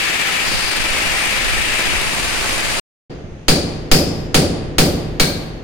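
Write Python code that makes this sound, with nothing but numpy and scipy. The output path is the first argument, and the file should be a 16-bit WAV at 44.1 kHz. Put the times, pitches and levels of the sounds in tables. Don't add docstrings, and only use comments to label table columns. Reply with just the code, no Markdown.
import sys
import numpy as np
from scipy import signal
from scipy.fft import rfft, irfft
from scipy.io import wavfile
from scipy.ndimage import uniform_filter1d

SR = 44100
rng = np.random.default_rng(int(sys.argv[2]) if len(sys.argv) > 2 else 0)


def generate_wav(sig):
    pcm = np.round(np.clip(np.atleast_2d(sig).T, -1, 1) * 32767).astype(np.int16)
    wavfile.write(sys.argv[1], SR, pcm)


N = 248283
TIME = np.arange(N) / SR
FREQ = np.maximum(np.fft.rfftfreq(N, 1 / SR), 1)
DRILL_END_S, HAMMER_START_S = 2.798, 3.1


def undb(db):
    return 10 ** (np.asarray(db) / 20)


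def unit(x):
    return x / np.sqrt(np.mean(x ** 2))


def pan(db):
    return undb(np.array([[db], [-db]]) / 2) / np.sqrt(np.cosh(db * np.log(10) / 20))


def fade(t60):
    return undb(-60 * TIME / t60)


def ramp(s, length):
    return np.clip((TIME - s) / length + .5, 0, 1)


def delayed(x, s):
    return np.pad(x, ((0, 0), (int(s * SR), 0)))[:, :N]


def colour(x, gain):
    return irfft(rfft(x) * gain, N)


def contour(points):
    hz, db = np.transpose(points)
    return undb(np.interp(np.log(FREQ), np.log(hz), db))


def walk(rate):
    hold = int(SR / rate)
    steps = np.repeat(rng.standard_normal(2000), hold)[:N]
    return unit(uniform_filter1d(uniform_filter1d(steps, hold), hold))


def resonate(x, modes):
    power = sum((undb(db) * pan(side)) ** 2 / (1 + ((FREQ - hz ** 2 / FREQ) / width) ** 2) ** 1.36
                for hz, width, db, side in modes)
    return colour(x, np.sqrt(power))


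def ring(hz, db, t60, flutter):
    swirl = 1 + flutter * (walk(22.3) + 1j * walk(22.4))
    tone = np.imag(swirl * np.exp(2j * np.pi * hz * TIME))
    return undb(db) * fade(t60) * tone / np.sqrt(1 + 2 * flutter ** 2)


def diffuse(alike_hz):
    mid, side = rng.standard_normal((2, N))
    likeness = .88 / (1 + (FREQ / alike_hz) ** 4)
    return colour(mid, np.sqrt(1 + likeness)) + colour(side, np.sqrt(1 - likeness)) * [[1], [-1]]


def room_hiss():
    # (frequency [Hz], level [dB])
    spectrum = [(50, 4), (400, 11), (1000, 3), (2500, 4.5), (5000, -6.5), (6400, -1), (7500, -14),
                (10000, -19), (16000, -41)]
    return undb(-48.5) * unit(colour(diffuse(700), contour(spectrum)))


def echo(noise, bands, early_t60):
    centres = np.log([row[0] for row in bands])
    top_hz = 1.5 * bands[-1][0]
    spectrum = rfft(noise) / np.sqrt(1 + (FREQ / top_hz) ** 8)
    early = fade(early_t60)
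    out = 0
    for share, (_, early_db, late_db, t60) in zip(np.eye(len(bands)), bands):
        band = unit(irfft(spectrum * np.interp(np.log(FREQ), centres, share), N))
        out = out + band * np.hypot(undb(early_db) * early, undb(late_db) * fade(t60))
    return out


def walls(x, strength):
    response = np.zeros((2, N))
    response[:, 0] = 1
    for side in response:
        side[rng.integers(60, 900, size=12)] = strength * rng.choice([-1, 1], size=12)
    return unit(colour(x, rfft(response)))


def cooling_air():
    spectrum = [(2, -6), (12, 2), (35, -3), (70, -11.5), (150, -18.5), (600, -50), (3000, -98.5)]
    return unit(colour(rng.standard_normal((2, N)), contour(spectrum))) * pan(-3)


def microphone_thump():
    return -undb(6) * np.sin(2 * np.pi * 11 * TIME) * fade(0.15) * pan(-3.5)


def boom():
    # (frequency [Hz], level [dB], t60 [s])
    slab_modes = [(45.74, -32.5, 3.4), (85.2, -28, 2.6), (120.9, -32, 1.7), (163.8, -22.5, 1.62),
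                  (226.5, -21, 1.07), (283.2, -23.5, 1.17), (351, -24, 1.4), (491.6, -23.5, 0.81),
                  (516, -28, 0.7), (696, -32.5, 0.74), (764, -27.5, 0.92)]
    # (frequency [Hz], early level [dB], late level [dB], late t60 [s])
    bands = [(39.4, -24, -30.5, 4.1), (91, -38, -27.5, 3.66), (170, -20, -24.5, 2.14),
             (285, -17.5, -23.5, 1.7), (490, -25, -25, 1.76), (760, -23.5, -33.5, 1.06),
             (1040, -55, -61, 1)]
    from_hz, to_hz, middle_s, width_s = 190, 611.4, .064, 0.047
    slab = sum(ring(*mode, flutter=0.24) for mode in slab_modes)
    hz = to_hz + (from_hz - to_hz) / (1 + (TIME / middle_s) ** 4)
    swell = undb(-17.5) * np.exp(-((TIME - middle_s) / width_s) ** 2)
    glide = swell * np.sin(2 * np.pi * np.cumsum(hz) / SR + 0.76 * walk(86))
    build = 1 - 0.47 / (1 + (TIME / 0.022) ** 4)
    return (echo(diffuse(530), bands, early_t60=0.51) + slab) * build + glide


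def concrete_crack():
    # (frequency [Hz], early level [dB], late level [dB], late t60 [s])
    bands = [(590, -15.5, -27.5, 2.5), (960, -24, -36, 1.88), (1640, -20.5, -37, 1.9),
             (2400, -20.5, -36, 1.51), (3360, -19.5, -31, 1.08), (4930, -19, -30, 0.73),
             (6650, -20.5, -29.5, 0.62), (9900, -21.5, -28.5, 0.56), (11500, -29.5, -50, 0.28),
             (16100, -21.5, -42, .45)]
    snap_spectrum = [(100, -13), (700, -12), (1200, 4), (4500, 6), (9000, -29), (16000, -38)]
    reflections = echo(diffuse(580), bands, early_t60=.3)
    snap = unit(colour(diffuse(2100), contour(snap_spectrum)))
    return reflections + undb(-12) * fade(0.057) * snap


def anchor_ring(hz, force_db):
    # (multiple of the pitch, width [Hz], level [dB], balance [dB])
    partials = [(.366, 50, -6.5, -3), (.52, 140, -5, 5), (.88, 50, -1, 3), (.98, 50, 3, 0),
                (1, 740, 0, 9.5), (1.03, 50, 2.5, 3), (1.1, 60, -6, 9), (1.45, 200, -9, 19),
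                (1.79, 80, -26, -16)]
    db_per_octave = 3 + 1.5 * force_db
    modes = [(ratio * hz, width, db + db_per_octave * np.log2(ratio), side)
             for ratio, width, db, side in partials]
    decay = undb(-20) * fade(0.46) + undb(-26.5) * fade(0.89)
    return unit(resonate(rng.standard_normal((2, N)), modes)) * decay


def head_ring(levels_db):
    # (frequency [Hz], t60 [s])
    modes = [(12384, .55), (15115, .4)]
    return np.array([sum(ring(hz, db, t60, flutter=0.8) for (hz, t60), db in zip(modes, levels_db))
                     for side in range(2)])


def hammer():
    # (time [s], force [dB], anchor pitch [Hz], anchor gain [dB],
    # lower head mode [dB], upper head mode [dB], thump gain [dB])
    blows = [(2.72, -1.5, 4700, 1, -43, -60, -11.5), (3.4823, -1.5, 4610, 3, -54, -41, -8),
             (3.9146, 0, 4930, 4, -25, -30, -3.5), (4.3443, 0.5, 4690, -1.5, -57, -53, -15),
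             (4.7832, 0, 4630, -1.5, -24.5, -29, -11), (5.1980, -5.5, 4370, 1.5, -31, -24, -11)]
    crack, room, thump = concrete_crack(), boom(), microphone_thump()
    out = 0
    for s, force_db, anchor_hz, anchor_db, *head_db, thump_db in blows:
        concrete = undb(0.26 * force_db) * crack + undb(force_db) * room
        steel = undb(anchor_db) * anchor_ring(anchor_hz, force_db) + head_ring(head_db)
        out = out + delayed(concrete + steel + undb(thump_db) * thump, s)
    return out


def striker_rate():
    start_hz, working_hz, speed_up_s = 50.03, 61.02, .8
    hz = working_hz + (start_hz - working_hz) * np.exp(-TIME / speed_up_s)
    return hz * (1 + .03 * walk(4))


def impacts(scatter_db, burst_t60, chip_db, room_db):
    cycles = np.cumsum(striker_rate() * (1 + .02 * walk(30))) / SR
    strikes = np.diff(np.floor(cycles), prepend=0) * undb(scatter_db * rng.standard_normal(N))
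    bursts = unit(signal.fftconvolve(strikes, fade(burst_t60))[:N])
    chips = (rng.random((2, N)) < 1500 / SR) * rng.standard_normal((2, N))
    crush = bursts * unit(diffuse(2200)) + undb(chip_db) * unit(chips)
    return walls(crush + undb(room_db) * rng.standard_normal((2, N)), strength=0.11)


def judder(hz, depth_db):
    cycles = np.cumsum(hz * (1 + 0.205 * walk(12))) / SR
    dips = np.sin(np.pi * cycles) ** 8
    return undb(-depth_db * dips * np.clip(1 + 0.68 * walk(8.97), 0, None))


def drill_levels():
    # (time [s], length [s], body change [dB], chuck change [dB], scrape change [dB])
    binds = [(.46, .38, -3, 9, -1), (2.01, .95, -6.5, -1, 4)]
    body, chuck, scrape = sum(np.outer(change_db, ramp(s, 0.11) * (1 - ramp(s + length, .22)))
                              for s, length, *change_db in binds)
    shallow = 1 - ramp(.5, 0.082)
    rattle_db = 1.9 * shallow
    return (-15 + body + rattle_db + .5 * walk(12),
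            -32 + chuck + rattle_db + 1.2 * walk(12.1),
            -36 + scrape + rattle_db + 1.3 * walk(12),
            -36.5 - 11.5 * shallow + 1.8 * walk(10),
            -26.5 - 11.5 * shallow + 5 * np.tanh(walk(20)))


def drill():
    # (frequency [Hz], level [dB])
    grind_spectrum = [(40, -2), (150, 0), (400, 1), (800, 0.5), (1100, 0), (1700, 0), (3000, -2),
                      (4700, -5), (6200, -8.5), (8200, -9.5), (9800, -9), (11200, -17), (13500, -20.5),
                      (16000, -26.5)]
    # (frequency [Hz], width [Hz], level [dB], balance [dB])
    body_modes = [(784, 22, -6, 2), (1295, 68, -5, 7.5), (1736, 300, -5, 5.5), (2060, 450, -3, 14.5),
                  (2364, 196, 1, 27.5), (2595, 130, -2, 12.5), (2810, 360, -3.5, 22.5),
                  (3420, 560, -10.5, 14)]
    chuck_modes = [(4390, 500, -2.5, 8), (4810, 470, 0.5, 11), (6250, 230, -20, 7.5)]
    scrape_modes = [(6250, 200, -3.5, 11.5), (7240, 230, 1, 6), (9590, 560, -5.5, -13)]
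    bit_modes = [(8570, 45, -1, -11.5), (8520, 40, -6, -21)]
    body_db, chuck_db, scrape_db, bit_db, air_db = drill_levels()
    grind = impacts(scatter_db=3, burst_t60=0.042, chip_db=-10.5, room_db=4)
    rattle = impacts(scatter_db=1.5, burst_t60=0.043, chip_db=-18.5, room_db=5)
    tool = (unit(colour(grind, contour(grind_spectrum))) * undb(-19)
            + unit(resonate(rattle, body_modes)) * undb(body_db)
            + unit(resonate(rattle, chuck_modes)) * undb(chuck_db)
            + unit(resonate(rattle, scrape_modes)) * undb(scrape_db)
            + unit(resonate(rattle, bit_modes)) * undb(bit_db))
    limit = undb(-11.5)
    saturated = limit * np.tanh(tool / limit)
    return saturated * judder(hz=18.5, depth_db=1.5) + cooling_air() * undb(air_db)


def scene():
    drilling = uniform_filter1d(1. * (TIME < DRILL_END_S), size=100)
    hammering = uniform_filter1d(1. * (TIME > HAMMER_START_S), size=400)
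    hiss = room_hiss()
    return drill() * drilling + (hammer() + hiss) * hammering


def record(dry):
    rounded = dry / (1 + dry ** 6) ** (1 / 6)
    lowpass = signal.ellip(10, .2, 70, 15850, fs=SR, output="sos")
    return signal.sosfilt(lowpass, rounded)


dry = scene()
out = record(dry)
generate_wav(out)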